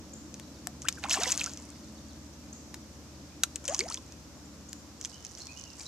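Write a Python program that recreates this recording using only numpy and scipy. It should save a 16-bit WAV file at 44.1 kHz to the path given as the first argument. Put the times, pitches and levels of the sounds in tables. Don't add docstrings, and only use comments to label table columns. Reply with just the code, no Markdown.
import sys
import numpy as np
from scipy import signal
from scipy.fft import rfft, irfft
from scipy.io import wavfile

SR = 44100
rng = np.random.default_rng(int(sys.argv[2]) if len(sys.argv) > 2 else 0)


def inscribe(sig):
    pcm = np.round(np.clip(np.atleast_2d(sig).T, -1, 1) * 32767)
    wavfile.write(sys.argv[1], SR, pcm.astype(np.int16))


N = 258867
TIME = np.arange(N) / SR

# (frequency [Hz], level [dB])
TEAR_COLOUR = [(200, -36), (700, 11), (1500, 16), (3500, 12), (5000, -4.5), (8000, -6), (14000, -2)]


def amp(db):
    return 10 ** (np.asarray(db) / 20)


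def unit(x):
    return x / np.sqrt(np.mean(x ** 2) + 1e-20)


def spectrum(points, hz):
    f, db = np.transpose(points)
    return amp(np.interp(np.log(hz + 1), np.log(f + 1), db))


def colour(x, points):
    return irfft(rfft(x) * spectrum(points, np.fft.rfftfreq(x.shape[-1], 1 / SR)), x.shape[-1])


def noise(points):
    return colour(rng.standard_normal(N), points) * np.sqrt(SR / 2)


def drift(hz):
    smoothing = np.exp(-(np.fft.rfftfreq(N, 1 / SR) / hz) ** 2)
    return unit(irfft(rfft(rng.standard_normal(N)) * smoothing, N))


def add(mix, s, sound):
    part = mix[max(round(s * SR), 0):][:len(sound)]
    part += sound[:len(part)]


def surges(rows, attack_s, fall_db_per_s):
    power = np.zeros(N)
    for s, length, db in rows:
        rise = np.clip((TIME - s) / attack_s, 0, 1)
        power += (rise * amp(db - fall_db_per_s * np.maximum(TIME - s - length, 0))) ** 2
    return np.sqrt(power)


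def echoes(x, fade_s, delay_s):
    t = np.arange(SR // 2) / SR
    tail = rng.standard_normal((2, len(t))) * amp(-60 * t / fade_s) * (t > delay_s)
    return signal.fftconvolve(x[None], tail / np.linalg.norm(tail[0]), axes=1)[:, :N]


def ping(hz, cycles, swell):
    age = np.arange(int(6 * cycles * SR / hz) + 2) * hz / SR / cycles
    tone = np.sin(2 * np.pi * cycles * age * (1 + 0.0047 * age))
    return tone * np.exp(-age) * (1 - np.exp(-(age / swell) ** 2))


def swarm(per_s, low_hz, high_hz, cycles, spread_db):
    out, pitches = np.zeros(N), 32
    for hz in np.geomspace(low_hz, min(high_hz, SR / 2), pitches):
        when, chance = rng.random((2, 1500))
        used = np.arange(len(when)) < per_s * N / SR / pitches
        births = np.zeros(N)
        births[(when * N).astype(int)[used]] = amp(-spread_db * np.log(chance[used] + 0.016))
        out += signal.oaconvolve(births, ping(hz, cycles, swell=0.084))[:N] * np.sqrt(hz)
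    return unit(out)


def air(apart_hz=5500):
    # (frequency [Hz], level [dB per Hz])
    wash = [(30, -103), (100, -79), (600, -91.5), (1100, -93), (2000, -100), (3500, -102.5), (5500, -101.5),
            (7500, -107), (10000, -115), (15000, -146)]
    angle = np.pi / 4 * np.minimum(np.fft.rfftfreq(N, 1 / SR) / apart_hz + 0.47, 1)
    mid = rfft(noise(wash)) * np.cos(angle)
    side = rfft(noise(wash)) * np.sin(angle)
    return irfft([mid + side, mid - side], N)


def engine(cycle_hz=15.4, waver_db=0.255, hum_db=-1, rumble_db=2, fade_db_per_s=0.91):
    # (multiple of the cycle rate, level [dB])
    tones = [(4, -54), (5, -48), (6, -70), (9, -54), (12, -55), (14, -52.5), (19, -54.5)]
    # (frequency [Hz], level [dB per Hz])
    rumble = [(40, -102), (80, -75), (130, -79), (200, -71), (310, -66), (390, -86), (560, -78),
              (1000, -110)]
    # (time [s], level [dB])
    loudness = [(4.2, -8.5), (5.87, -13.5)]
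    turns = cycle_hz * TIME + 0.012 * drift(2.5)
    fade_db = -fade_db_per_s * TIME
    hum = np.zeros(N)
    for multiple, db in tones:
        level = amp(db + hum_db + multiple * waver_db * drift(1.6) + fade_db * (multiple > 6))
        hum += np.sqrt(2) * level * np.sin(2 * np.pi * (multiple * turns + rng.random()))
    overall = amp(np.interp(TIME, *np.transpose(loudness)))
    return overall * (hum + amp(rumble_db + fade_db) * noise(rumble))


def birds(direct_db=-8.5, trees_db=-9.0, arch=0.0257, chirp_every_s=0.13):
    # (time [s], length of the bout [s])
    bouts = [(0.406, .25), (1.691, .45), (3.136, .25), (5.344, .1), (5.793, .1)]
    # (length [s], first pitch [Hz], last pitch [Hz], level [dB])
    chirp = (.05, 4900, 3100, -58.5)
    # (time [s], level [dB])
    flick_calls = [(0.133, -40.5), (2.527, -42), (3.693, -37.5), (4.687, -41)]
    # (length [s], first pitch [Hz], last pitch [Hz])
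    flick = (0.0104, 5730, 7950)
    peep_times = [2.414, 3.039, 3.28, 4.06]
    # (length [s], first pitch [Hz], last pitch [Hz], level [dB])
    peep = (0.1, 2197, 2596, -62)
    # (time [s], length [s], first pitch [Hz], last pitch [Hz], level [dB])
    whistles = [(4.44, 0.033, 6880, 7270, -57), (5.122, 0.055, 2820, 3100, -51),
                (5.402, 0.029, 3950, 4470, -41.5), (5.478, 0.051, 2340, 2580, -45.5),
                (5.554, 0.048, 2700, 3045, -45.5), (5.618, 0.16, 2820, 2580, -57),
                (5.852, 0.029, 3770, 4220, -41)]
    chirps = [(s + after, *chirp) for s, length in bouts for after in np.arange(0, length, chirp_every_s)]
    flicks = [(s, *flick, db) for s, db in flick_calls]
    peeps = [(s, *peep) for s in peep_times]
    out, quaver = np.zeros(N), 1 + .02 * drift(200)
    for s, length, first, last, db in chirps + flicks + peeps + whistles:
        age = np.linspace(0, 1, int(length * SR))
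        hz = (first + (last - first) * age) * (1 + arch * np.sin(np.pi * age))
        hz *= np.roll(quaver, -int(s * SR))[:len(hz)]
        tone = np.sin(2 * np.pi * np.cumsum(hz) / SR)
        add(out, s, amp(db) * signal.windows.tukey(len(hz), .6) * tone)
    out *= 1 + .45 * drift(120)
    return amp(direct_db) * out + amp(trees_db) * echoes(out, fade_s=.6, delay_s=.012)


def rustle(start_s=4.95, rise_s=.12, db=-64, clump_db=3.0):
    ticks = swarm(800, 4200, 13000, cycles=2, spread_db=5.5) * amp(clump_db * drift(35))
    return amp(db) * np.clip((TIME - start_s) / rise_s, 0, 1) * ticks


def thrashing(spray_db=-4, bubbling_db=-4, foam_db=-11, patter_db=-3, slosh_db=-5, calm_db=-75):
    # (time [s], length [s], spray level [dB], bubbling level [dB])
    strokes = [(1.025, 0.0061, -52, -36.5), (1.097, 0.03, -31.5, -50), (1.149, 0.014, -38, -39.5),
               (1.196, 0.022, -37, -38), (1.265, 0.018, -35, -43.5), (1.379, 0.004, -38.5, -51)]
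    # (time [s], length [s], level [dB])
    stirs = [(.82, 0.6, -62.5), (3.638, 0.035, -52.5), (3.69, 0.11, -48), (3.88, 0.017, -44.5),
             (5.372, .01, -54.5), (5.785, 0.021, -50)]
    thrown = [(s, length, db) for s, length, db, _ in strokes]
    folded = [(s, length, db) for s, length, _, db in strokes]
    foam = amp(foam_db) * unit(noise(TEAR_COLOUR))
    gurgle = swarm(2000, 595, 3440, cycles=15, spread_db=5.6)
    clumps = amp(spray_db + 3 * drift(37))
    fizz = swarm(2400, 2570, 16900, cycles=4, spread_db=3.1)
    spray = surges(thrown, attack_s=0.0098, fall_db_per_s=144) * clumps * (fizz + foam)
    bubbling = surges(folded, attack_s=0.0098, fall_db_per_s=224) * amp(bubbling_db) * gurgle
    droplets = swarm(560, 4400, 11000, cycles=2.6, spread_db=5)
    stirred = surges(stirs, attack_s=0.0015, fall_db_per_s=208)
    dripping = amp(-17) * surges(thrown, attack_s=0.0015, fall_db_per_s=37)
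    patter = amp(patter_db) * (amp(calm_db) + stirred + dripping)
    return spray + bubbling + patter * (droplets + amp(slosh_db) * (gurgle + foam))


def big_bubbles(fade_db=5.0, bend=1.21, attack_s=0.002, cloud_db=-16):
    # (time [s], first pitch [Hz], last pitch [Hz], level [dB], length [s])
    glides = [(0.846, 1160, 2150, -37.5, 0.027), (.974, 1670, 1390, -38, 0.013),
              (1.052, 900, 1550, -34.5, 0.013), (1.08, 880, 1200, -39.5, 0.015),
              (1.184, 370, 570, -38.5, 0.0294), (1.208, 680, 797, -37, 0.051),
              (1.231, 3630, 3700, -34, .013), (1.46, 1250, 1690, -38, 0.022),
              (3.684, 501, 905, -32.5, 0.062), (3.698, 1017, 1400, -45, 0.03),
              (3.72, 1550, 2400, -51.5, 0.025), (3.743, 1180, 970, -44, 0.021),
              (3.791, 351, 592, -38, 0.069), (3.85, 547, 900, -38.5, 0.027),
              (3.901, 850, 1610, -40.5, 0.02)]
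    out, shake, wobble = np.zeros(N), drift(160), drift(110)
    cloud = amp(cloud_db) * swarm(900, 800, 3200, cycles=6, spread_db=3)
    for s, first, last, db, length in glides:
        t = np.arange(0, length, 1 / SR)
        age, now = t / length, int(s * SR) + np.arange(len(t))
        hz = first * (last / first) ** (age ** bend) * (1 + .03 * wobble[now])
        tone = np.sin(2 * np.pi * np.cumsum(hz) / SR)
        shape = (1 - np.exp(-t / attack_s)) * amp(-fade_db * age) * (1 - age ** 8)
        add(out, s, amp(db) * shape * (1 + .3 * shake[now]) * (tone + cloud[now]))
    return out


def drops(splat_db=-23, splat_s=0.0023, pinch_s=.0007):
    # (time [s], level [dB], bubble pitch [Hz])
    falls = [(0.3414, -30.5, 5940), (.671, -39, 713), (0.819, -28, 6840), (0.873, -35, 2740),
             (0.9256, -27.5, 5970), (1.038, -29, 2460), (1.043, -28.5, 800), (1.0956, -18.5, 5900),
             (1.109, -21, 2630), (1.111, -19, 3070), (1.1307, -17.5, 6400), (1.137, -21, 6940),
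             (1.139, -28.5, 1387), (1.141, -26.5, 1700), (1.154, -31, 785), (1.170, -27.5, 766),
             (1.173, -28, 1060), (1.234, -14, 6760), (1.243, -31, 2220), (1.256, -26, 1980),
             (1.265, -33, 503), (1.2765, -22, 6040), (1.313, -20, 6300), (1.3189, -11.5, 6800),
             (1.322, -10.5, 6900), (1.376, -17, 6650), (1.395, -24, 4260), (1.4127, -19.5, 2550),
             (1.4409, -17, 6800), (1.461, -20.5, 6060), (1.5732, -30.5, 5900), (3.5578, -18.5, 7360),
             (3.559, -33.5, 5900), (3.653, -28, 5910), (3.679, -15, 7400), (3.682, -29, 3120),
             (3.685, -22, 7100), (3.743, -27, 6300), (3.746, -14.5, 6040), (3.7915, -12, 6000),
             (3.805, -19.5, 4520), (3.8083, -21.5, 2210), (3.9232, -28, 4330), (3.943, -19, 6000),
             (3.9728, -32, 3440), (3.976, -44, 1030), (4.122, -36, 5900), (5.012, -26, 6460),
             (5.0483, -23, 5750), (5.055, -23, 7000), (5.249, -28, 6030), (5.469, -32.5, 5400)]
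    # (frequency [Hz], level [dB])
    splat_colour = [(500, -37), (2500, 1.5), (6500, -14), (9000, -3.5), (14000, -8)]
    out, age = np.zeros(N), np.arange(1024) / SR / splat_s
    for s, db, hz in falls:
        splat = unit(colour(rng.standard_normal(len(age)), splat_colour)) * age * np.exp(1 - age)
        add(out, s, amp(db + splat_db) * splat)
        cycles = np.interp(hz, [3000, 6000], [6, 1.5])
        add(out, s + pinch_s, amp(db) * ping(hz, cycles, swell=0.18))
    return out


def mouth_snaps(crack_db=-6, pocket_db=-8, attack_s=0.00026, bass_lift_db=5):
    # (time [s], level [dB], air pocket pitch [Hz], bass against treble [dB], decay time [s])
    bites = [(0.398, -29, 1860, -27.5, 0.0005), (0.671, -15.5, 1740, -28.5, 0.00041),
             (0.885, -12.5, 1680, -20, 0.0033), (1.038, -28.5, 2410, -6, 0.0053),
             (2.742, -30, 2130, -20.5, 0.0026), (3.435, -10, 1327, -23, 0.0028),
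             (4.73, -25, 2830, -26.5, 0.0012), (5.049, -40.5, 3330, 6.5, 0.0015)]
    # (multiple of its pitch, level [dB])
    pocket_tones = [(1.002, 8), (1.77, 4.5), (2.55, 1)]
    out, t = np.zeros(N), np.arange(2048) / SR
    for s, db, hz, bass_db, decay_s in bites:
        shape = (1 - np.exp(-t / attack_s)) * np.exp(-t / max(decay_s, attack_s))
        shape /= shape.max()
        bass_db += bass_lift_db
        tear = colour(rng.standard_normal(len(t)), TEAR_COLOUR)
        crack = colour(tear, [(3000, bass_db), (5500, 0)]) * shape
        add(out, s, amp(db + crack_db) * crack * np.linalg.norm(shape) / np.linalg.norm(crack))
        for multiple, tone_db in pocket_tones:
            ring = ping(hz * multiple, cycles=5.8, swell=0.69)
            add(out, s, amp(db + pocket_db + bass_db + tone_db) * ring)
    return out


def scene(bank_db=-18, surroundings_db=-31, left_lag_s=.00004, scatter_db=-1.4, right_db=6.0):
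    water = mouth_snaps() + drops() + big_bubbles() + thrashing()
    delay = np.exp(-2j * np.pi * np.fft.rfftfreq(N, 1 / SR) * left_lag_s)
    left = irfft(rfft(water) * delay, N)
    sides = np.array([[-1], [1]])
    pond = np.array([left, water]) * amp(sides * scatter_db * drift(50))
    pond += amp(bank_db) * echoes(water, fade_s=0.094, delay_s=0.0016)
    pond += amp(surroundings_db) * echoes(water, fade_s=0.96, delay_s=0.024)
    return pond + amp(sides * right_db) * rustle() + birds() + engine() + air()


def record(dry, top_hz=16500):
    # (frequency [Hz], width [Hz])
    ports = [(7330, 2280), (6250, 1520)]
    # (frequency [Hz], level [dB])
    left_lift = [(8500, 2), (11000, 1), (14000, 5.5), (16000, -19)]
    # (frequency [Hz], level [dB])
    right_shade = [(5000, 1.5), (9500, -3.5), (13000, -19)]
    # (frequency [Hz], level [dB per Hz])
    hiss = [(20, -103), (200, -108), (14000, -107), (14600, -145)]
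    hz = np.fft.rfftfreq(N, 1 / SR)
    left, right = (1 / (1 - (hz / f) ** 2 + 1j * hz * width / f ** 2) for f, width in ports)
    response = np.array([left * spectrum(left_lift, hz), right * spectrum(right_shade, hz)])
    heard = irfft(rfft(dry) * response, N) + np.array([noise(hiss), noise(hiss)])
    treble_cut = signal.firwin(511, top_hz, window=("kaiser", 9), fs=SR)
    return signal.oaconvolve(heard, treble_cut[None], "same")


dry = scene()
out = record(dry)
inscribe(out)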